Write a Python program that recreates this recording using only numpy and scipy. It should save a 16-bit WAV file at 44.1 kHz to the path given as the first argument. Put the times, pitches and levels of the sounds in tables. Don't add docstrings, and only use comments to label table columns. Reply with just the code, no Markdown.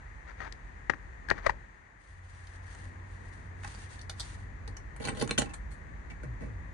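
import sys
import numpy as np
from scipy import signal
from scipy.fft import rfft, irfft, next_fast_len
from scipy.io import wavfile

SR = 44100
rng = np.random.default_rng(int(sys.argv[2]) if len(sys.argv) > 2 else 0)


def transcribe(u):
    v = np.clip(np.atleast_2d(u).T, -1, 1)
    q = np.round(v * 32767).astype(np.int16)
    wavfile.write(sys.argv[1], SR, q)


N = 297145
TIME = np.arange(N) / SR
FFT_SIZE = next_fast_len(N, True)
HZ = np.maximum(np.arange(FFT_SIZE // 2 + 1) * SR / FFT_SIZE, 1)

# time in seconds, rumble level in dB, hiss level in dB.
CAB_NOISE_LEVELS = [(0, -51, -58), (1.55, -50, -58.5), (1.75, -62.5, -61), (2.03, -64.5, -64),
                    (2.15, -54.5, -62), (2.6, -55, -58), (4.9, -48.5, -58.5), (6.74, -47, -58.5)]
# time in seconds, level in dB.
ROAR_LEVELS = [(0, -58), (1.55, -53.5), (1.8, -63), (2.45, -62.5), (2.8, -52.5), (6.74, -50)]
# time in seconds, frequency in Hz, level in dB.
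ENGINE_HUM = [(2.05, 89.8, -55.5), (2.8, 90.03, -50.5), (4.7, 92.94, -53), (6.74, 97.2, -101)]
# frequency in Hz, spectral density in dB.
RUMBLE_SPECTRUM = [(18, -35), (30, -9.5), (42, 8), (54, 7.5), (72, 0.5), (115, -16), (260, -52)]
ROAR_SPECTRUM = [(90, 7), (150, 0.5), (290, -7), (750, -14.5), (1200, -15), (2200, -71)]
HISS_SPECTRUM = [(300, -13), (620, -9.5), (950, -2.5), (1400, -7), (1850, 0), (2200, -9), (3000, -22.5),
                 (5000, -27), (7000, -23), (12000, -44)]
CLOTH_SPECTRUM = [(400, -16), (800, 11.5), (2700, 5), (4000, 3), (10000, 4.5), (11000, -75)]
SKIN_SPECTRUM = [(150, -7), (450, -2.5), (1900, 5.5), (2800, -13.5), (6200, -19), (10000, -39)]
# frequency in Hz, correlation from -1 to 1.
STEREO_CORRELATION = [(110, 0.87), (270, 0.63), (570, -0.32), (1200, -0.3), (3500, 0.21), (11000, -0.26)]
# frequency in Hz, left minus right in dB.
HISS_BALANCE = [(400, -12.5), (1300, 5), (1900, 12), (3000, 2.5)]

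# start in seconds, length in seconds, level in dB.
SLEEVE_SLIDES = [(2.02, 0.1, -64), (2.25, 0.31, -63), (2.65, 0.2, -58), (3.06, 0.37, -66),
                 (3.62, 0.23, -55), (3.9, 0.021, -50.5), (4.2, 0.11, -50)]
FINGER_SLIDES = [(.278, 0.026, -44.5), (.395, 0.074, -40), (1.37, 0.0096, -35.5), (1.447, 0.0078, -34)]
BLADE_SLIDES = [(5.015, 0.038, -45), (5.052, 0.042, -41.5), (5.15, 0.098, -46), (5.392, 0.029, -38.5)]
# centre in seconds, peak in dB, half length in seconds,
# first and last slip rate in Hz, tick level in dB.
FINGER_CREAKS = [(0.404, -23, 0.0014, 1760, 890, -41), (0.5247, -35.5, 0.00084, 1970, 1200, -23),
                 (0.898, -7.5, 0.0015, 1920, 533, -37), (0.9356, -22, 0.0013, 1640, 1000, -56),
                 (1.2876, -22.5, 0.0015, 1620, 1660, -30.5), (1.3007, -22, 0.0067, 1690, 1440, -42),
                 (1.3027, -17.5, 0.0015, 1570, 925, -14.5), (1.3121, -6, 0.001755, 1753, 433, -36),
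                 (1.4663, -8, 0.0039, 642, 480, -22.5), (1.496, -8, 0.0021, 920, 900, -25.5)]
# start and length in seconds, first and last frequency in Hz, level in dB.
MOTOR_RUNS = [(6.226, 0.155, 152, 90.5, -41.5), (6.465, 0.163, 125.4, 73.6, -42)]
# start in seconds, level in dB, emphasised frequency in Hz,
# rattle time in seconds, tap on the column in dB.
KEY_CLINKS = [(2.469, -56, 4200, 0.0028, -59), (2.749, -56, 6560, 0.0017, -54),
              (3.635, -59, 5060, .0012, -48), (3.674, -50.5, 4800, 0.0058, -48.5),
              (3.7475, -54, 4540, 0.0014, -51), (3.992, -52, 3900, 0.00087, -60),
              (4.012, -50, 4800, 0.0037, -64), (4.095, -38, 3880, 0.0033, -41.5),
              (4.196, -33.5, 4400, 0.01, -44), (4.6768, -49.5, 4440, 0.0015, -62),
              (4.7666, -46.5, 5800, 0.0027, -50), (4.962, -55, 8200, 0.0026, -51.5),
              (5.2747, -44, 7140, 0.0016, -43.5), (5.535, -43.5, 7850, 0.0061, -43),
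              (5.7057, -54, 9000, 0.023, -59)]
# start in seconds, knock and thump in dB, rattle time in seconds.
HAND_BUMPS = [(3.643, -44.5, -61, 0.0052), (4.6752, -54, -51.5, 0.0037), (4.998, -53.5, -43, 0.0048),
              (5.117, -52, -42.5, 0.0088), (5.456, -52, -47.5, 0.0057), (5.491, -52, -56, 0.012),
              (6.099, -52, -52, 0.0091), (6.23, -52.5, -46, 0.0087), (6.399, -52.5, -41, 0.036)]
# start in seconds, metal level in dB, emphasised frequency in Hz,
# rattle time in seconds, knock and thump in dB.
LOCK_CLACKS = [(5.05, -44, 4500, 0.0027, -45, -43), (5.0827, -46, 7700, 0.004, -38.5, -38),
               (5.195, -46, 4220, 0.0035, -60, -47), (5.2112, -41.5, 3900, 0.0027, -42.5, -36),
               (5.222, -43, 7300, 0.0017, -39.5, -33), (5.292, -50, 3500, 0.0028, -42.5, -43),
               (5.309, -37.5, 3400, 0.0012, -38, -37.5), (5.3771, -33, 2900, 0.0033, -35, -35),
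               (5.3824, -30, 6900, 0.005, -36.5, -31.5)]

# frequency in Hz, strength in dB.
KEY_RESONANCES = [(2965, 4), (3240, 0.5), (3610, 1.5), (4120, -0.5), (4320, 4), (4650, -2.5), (5820, -7),
                  (6265, -4), (6570, -5), (6850, -7), (8100, -4), (8420, 0), (9355, 1.5), (9755, -6.5)]
# frequency in Hz, bandwidth in Hz, strength in dB.
COLUMN_RESONANCES = [(814, 63, 6), (1077, 22, 8), (1420, 230, 0), (1976, 130, 4.5), (2280, 54, 2.5),
                     (2625, 155, 0)]
DASH_RESONANCES = [(118, 41, -0.21), (227, 40, 0.78), (297, 20.4, 0), (477, 77, 2), (626, 66, -1.5)]
CASE_RESONANCES = [(480, 246, 2.1), (1150, 220, 0.72), (1910, 290, 1.8)]
FLEX_RESONANCES = [(92, 75, -1.5), (260, 127, -1)]
# frequency in Hz, time to fall 60 dB in seconds.
CAB_DECAY = [(100, 0.37), (1000, 0.11), (11000, 0.14)]

CRACK_HZ = (2700, 8300)


def from_db(db):
    return 10 ** (np.asarray(db) / 20)


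def unit_rms(x):
    return x / np.sqrt(np.mean(x ** 2) + 1e-20)


def in_time(rows):
    times, *columns = np.transpose(rows)
    return [np.interp(TIME, times, column) for column in columns]


def at_hz(points, hz):
    frequencies, values = np.transpose(points)
    return np.interp(np.log(hz), np.log(frequencies), values)


def balance(db):
    return from_db(np.array([[.5], [-.5]]) * db)


def band(x, low_hz, high_hz):
    sections = signal.butter(2, [low_hz, min(high_hz, .45 * SR)], "band", fs=SR, output="sos")
    return signal.sosfilt(sections, x + 1e-18)


def lowpass(x, hz, order=8):
    return signal.sosfilt(signal.butter(order, hz, fs=SR, output="sos"), x)


def through(x, response):
    return signal.fftconvolve(x, np.atleast_2d(response), axes=1)[:, :x.shape[1]]


def at_level(x, db):
    return from_db(db) * x * np.sqrt(.02 * SR / np.sum(x ** 2, axis=1, keepdims=True))


def add(out, start, sound):
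    at = round(start * SR)
    out[:, at:at + sound.shape[1]] += sound[:, :N - at]


def drift(corner_hz):
    spectrum = rfft(rng.standard_normal(FFT_SIZE)) / (1 + (HZ / corner_hz) ** 2)
    return unit_rms(irfft(spectrum, FFT_SIZE)[:N])


def noise(spectrum, balance_db=0):
    mid, side = rfft(rng.standard_normal((2, FFT_SIZE)))
    correlation = at_hz(STEREO_CORRELATION, HZ)
    stereo = np.sqrt(1 + correlation) * mid + np.sqrt(1 - correlation) * side * [[1], [-1]]
    skirts = np.minimum(HZ / spectrum[0][0], 1) ** 2 * np.minimum(spectrum[-1][0] / HZ, 1) ** 2
    coloured = stereo * balance(balance_db) * skirts * from_db(at_hz(spectrum, HZ))
    return unit_rms(irfft(coloured, FFT_SIZE)[:, :N])


def uneven(spread_db, shape):
    return from_db(spread_db * np.minimum(rng.standard_normal(shape), 1))


def grit(per_s, spread_db):
    at = np.flatnonzero(rng.random(N) < per_s / SR)
    clicks = np.zeros((2, N))
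    clicks[:, at] = uneven(spread_db, len(at)) * rng.standard_normal((2, len(at)))
    return unit_rms(clicks)


def strokes(rows, attack_s, release_s):
    gain = np.zeros(N)
    for start, length, db in rows:
        swell = np.clip((TIME - start) / attack_s + .5, 0, 1)
        fade = np.exp(-np.clip((TIME - start - length) / release_s, 0, 20))
        gain = np.maximum(gain, from_db(db) * swell * fade)
    return gain


def contacts(rattle_s, per_s=1300, grain_db=11.0, scuff_db=-12.0, rise_share=0.47, size=6000):
    t = np.arange(1, size + 1) / SR
    impulses = (rng.random(size) < per_s / SR) * uneven(grain_db, size)
    envelope = (1 - np.exp(-t / (rise_share * rattle_s))) * np.exp(-t / rattle_s)
    return (impulses + from_db(scuff_db)) * rng.standard_normal((2, size)) * envelope


def body(modes, spread_db=0, size=4096):
    t = np.arange(size) / SR
    hz, width, db = np.transpose(modes)[:, :, None]
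    polarity = (-1) ** np.arange(len(modes))[:, None]
    strength = from_db(db) * uneven(spread_db, db.shape) * width * polarity
    response = np.sum(strength * np.exp(-np.pi * width * t) * np.cos(2 * np.pi * hz * t), axis=0)
    return response / np.linalg.norm(response)


def cab(x, wet_db, size=9000):
    t, tail = np.arange(size) / SR, 0
    for hz in 90 * 2. ** np.arange(8):
        octave = band(rng.standard_normal((2, size)), hz / np.sqrt(2), hz * np.sqrt(2))
        tail += octave * from_db(-60 * t / at_hz(CAB_DECAY, hz))
    tail *= t > .002
    return x + from_db(wet_db) * through(x, tail / np.linalg.norm(tail, axis=1, keepdims=True))


def background(rumble_db=3.5, hiss_db=4.5, hum_db=2.0, waver_db=3.5):
    rumble_level, hiss_level = in_time(CAB_NOISE_LEVELS)
    hum_hz, hum_level = in_time(ENGINE_HUM)
    phase = 2 * np.pi * np.cumsum(hum_hz + drift(6.6)) / SR
    fade_in = np.clip((TIME - ENGINE_HUM[0][0]) / 0.12, 0, 1)
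    rumble = from_db(rumble_level + rumble_db) * noise(RUMBLE_SPECTRUM)
    roar = from_db(in_time(ROAR_LEVELS)[0]) * noise(ROAR_SPECTRUM)
    hiss = from_db(hiss_level + hiss_db) * noise(HISS_SPECTRUM, at_hz(HISS_BALANCE, HZ))
    hum = from_db(hum_level + hum_db + waver_db * drift(21.0)) * fade_in * np.sqrt(2) * np.sin(phase)
    return rumble + roar + hiss + hum


def sleeve(grain_db=1.0, catch_db=2.5, crackle_db=-10.5, top_hz=9800):
    cloth = from_db(grain_db * drift(250.0) + catch_db * drift(25.0)) * noise(CLOTH_SPECTRUM)
    snaps = band(grit(per_s=420, spread_db=9.0), 1400, top_hz)
    rustle = lowpass(cloth + from_db(crackle_db) * unit_rms(snaps), top_hz, order=12)
    return strokes(SLEEVE_SLIDES, attack_s=0.11, release_s=0.056) * unit_rms(rustle)


def motors(subharmonic_db=-3.0):
    out = np.zeros(N)
    for start, length, first_hz, last_hz, db in MOTOR_RUNS:
        progress = np.clip((TIME - start) / length, 0, 1)
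        phase = 2 * np.pi * np.cumsum(first_hz + (last_hz - first_hz) * progress) / SR
        envelope = from_db(db) * np.sqrt(2 * np.abs(np.sin(np.pi * progress)))
        out += envelope * (np.sin(phase) + from_db(subharmonic_db) * np.sin(phase / 2))
    return out


def fingers(far_side_db=-26.5, thud_db=-4.5, push_db=-20.0, rub_db=-15, rub_fade_s=0.0059, size=8192):
    creak, ticks, push = np.zeros((3, N))
    sliding = strokes(FINGER_SLIDES, attack_s=0.058, release_s=0.017)
    t = (np.arange(size) - size // 2) / SR
    case, flex = body(CASE_RESONANCES), body(FLEX_RESONANCES)
    for centre, peak_db, half_length, first_hz, last_hz, tick_db in FINGER_CREAKS:
        pressure = np.exp(-(t / half_length) ** 2)
        slip_hz = np.interp(t, [0, half_length], [first_hz, last_hz])
        cycles = np.cumsum(slip_hz) / SR
        slip_count = np.floor(cycles - cycles[size // 2])
        slips = np.diff(slip_count, prepend=slip_count[0]) * pressure / np.sqrt(slip_hz)
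        ring = lowpass(band(signal.fftconvolve(slips, case)[:size], 150, 2800), 2550)
        sway = signal.fftconvolve(pressure, flex)[:size]
        at = round(centre * SR) - size // 2
        span = slice(at, at + size)
        creak[span] += from_db(peak_db) * ring / np.abs(ring).max()
        ticks[span] += from_db(tick_db) * pressure ** 2 * rng.standard_normal(size)
        push[span] += from_db(peak_db + push_db) * sway / np.abs(sway).max()
        rub_envelope = np.where(t < 0, pressure, np.exp(-np.abs(t) / rub_fade_s))
        sliding[span] += from_db(peak_db + rub_db) * rub_envelope
    rub = sliding * from_db(3.0 * drift(240.0)) * noise(SKIN_SPECTRUM)[0]
    treble = from_db(-1.0) * band(ticks, 7100, 7200) + from_db(-6.5) * band(ticks, 7700, 8200)
    crackle = band(ticks, 3040, 5440) + treble
    near = creak + crackle + rub + band(push, 45, 420)
    thud = from_db(thud_db) * band(near, 66, 820) * [[1], [-1]]
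    return near * from_db([[0], [far_side_db]]) + thud


def key_ring(spread_db, detune, width_hz=77):
    modes = [(hz * (1 + detune * rng.standard_normal()), width_hz, db) for hz, db in KEY_RESONANCES]
    return body(modes, spread_db)


def jingle(touch, db, bright_hz, ring_db=-4.0, focus_db=0.5):
    ring = through(touch, key_ring(spread_db=11.0, detune=0.018))
    metal = band(touch, *CRACK_HZ) + from_db(ring_db) * ring
    focus = band(metal, bright_hz / 1.23, bright_hz * 1.32)
    return at_level(metal + from_db(focus_db) * focus, db)


def knock(touch, db, crack_db=-6.5):
    ring = band(through(touch, body(COLUMN_RESONANCES, spread_db=5.5)), 240, 2900)
    return at_level(ring + from_db(crack_db) * band(touch, 670, 2650), db)


def thump(touch, db, panel_db=2.0):
    ring = through(touch, body(DASH_RESONANCES, spread_db=3.0))
    return at_level(band(ring + from_db(panel_db) * touch, 64, 400), db) * balance(-4.0)


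def keys():
    out = np.zeros((2, N))
    for start, db, bright_hz, rattle_s, tap_db in KEY_CLINKS:
        touch = contacts(rattle_s)
        clink = jingle(touch, db, bright_hz, ring_db=-10.0)
        add(out, start, clink + knock(touch, tap_db, crack_db=20.0))
    return out


def hand(scuff_db=-10.5):
    out = np.zeros((2, N))
    for start, knock_db, thump_db, rattle_s in HAND_BUMPS:
        touch = contacts(rattle_s)
        scuff = at_level(band(touch, *CRACK_HZ), knock_db + scuff_db)
        add(out, start, knock(touch, knock_db) + thump(touch, thump_db) + scuff)
    return out


def blade(grain_db=5.0, crack_db=-7.0, metal_db=-5.5, column_db=-0.5, dash_db=0.5, tumblers=4):
    pressure = strokes(BLADE_SLIDES, attack_s=0.042, release_s=0.0032)
    grind, rings = 0, 0
    for _ in range(tumblers):
        catches = pressure * grit(per_s=330, spread_db=grain_db) / np.sqrt(tumblers)
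        catches *= from_db(grain_db * np.minimum(drift(43.0), 1))
        metal = from_db(metal_db) * key_ring(grain_db, detune=0.043)
        column = from_db(column_db) * band(body(COLUMN_RESONANCES, grain_db), 680, 1800)
        grind += catches
        rings += through(catches, metal + column)
    dash = from_db(dash_db) * band(through(grind, body(DASH_RESONANCES)), 63, 840)
    return rings + from_db(crack_db) * band(grind, *CRACK_HZ) + dash


def lock(shake_delay_s=0.00499, shake_rattle_s=0.016, shake_knock_db=-23, shake_thump_db=-9):
    out = np.zeros((2, N))
    for start, metal_db, bright_hz, rattle_s, knock_db, thump_db in LOCK_CLACKS:
        touch, shake = contacts(rattle_s), contacts(shake_rattle_s)
        clack = jingle(touch, metal_db, bright_hz) + knock(touch, knock_db) + thump(touch, thump_db)
        trim = knock(shake, knock_db + shake_knock_db) + thump(shake, thump_db + shake_thump_db)
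        add(out, start, clack)
        add(out, start + shake_delay_s, trim)
    return out


def scene(strike_db=2.0, keys_db=-3.5):
    loose_keys = cab(from_db(keys_db) * keys(), wet_db=-7.0)
    ignition = cab(from_db(strike_db) * (lock() + hand()) + blade(), wet_db=-7.5)
    return background() + sleeve() + cab(fingers(), wet_db=-17.5) + loose_keys + ignition + motors()


def record(dry, rolloff_hz=10600, cutoff_hz=11800):
    for notch_hz, width_hz in [(5270, 370), (7550, 510)]:
        dry = signal.lfilter(*signal.iirnotch(notch_hz, notch_hz / width_hz, fs=SR), dry)
    steep_cut = signal.ellip(10, .3, 80, cutoff_hz, fs=SR, output="sos")
    return signal.sosfilt(steep_cut, lowpass(dry, rolloff_hz))


dry = scene()
out = record(dry)
transcribe(out)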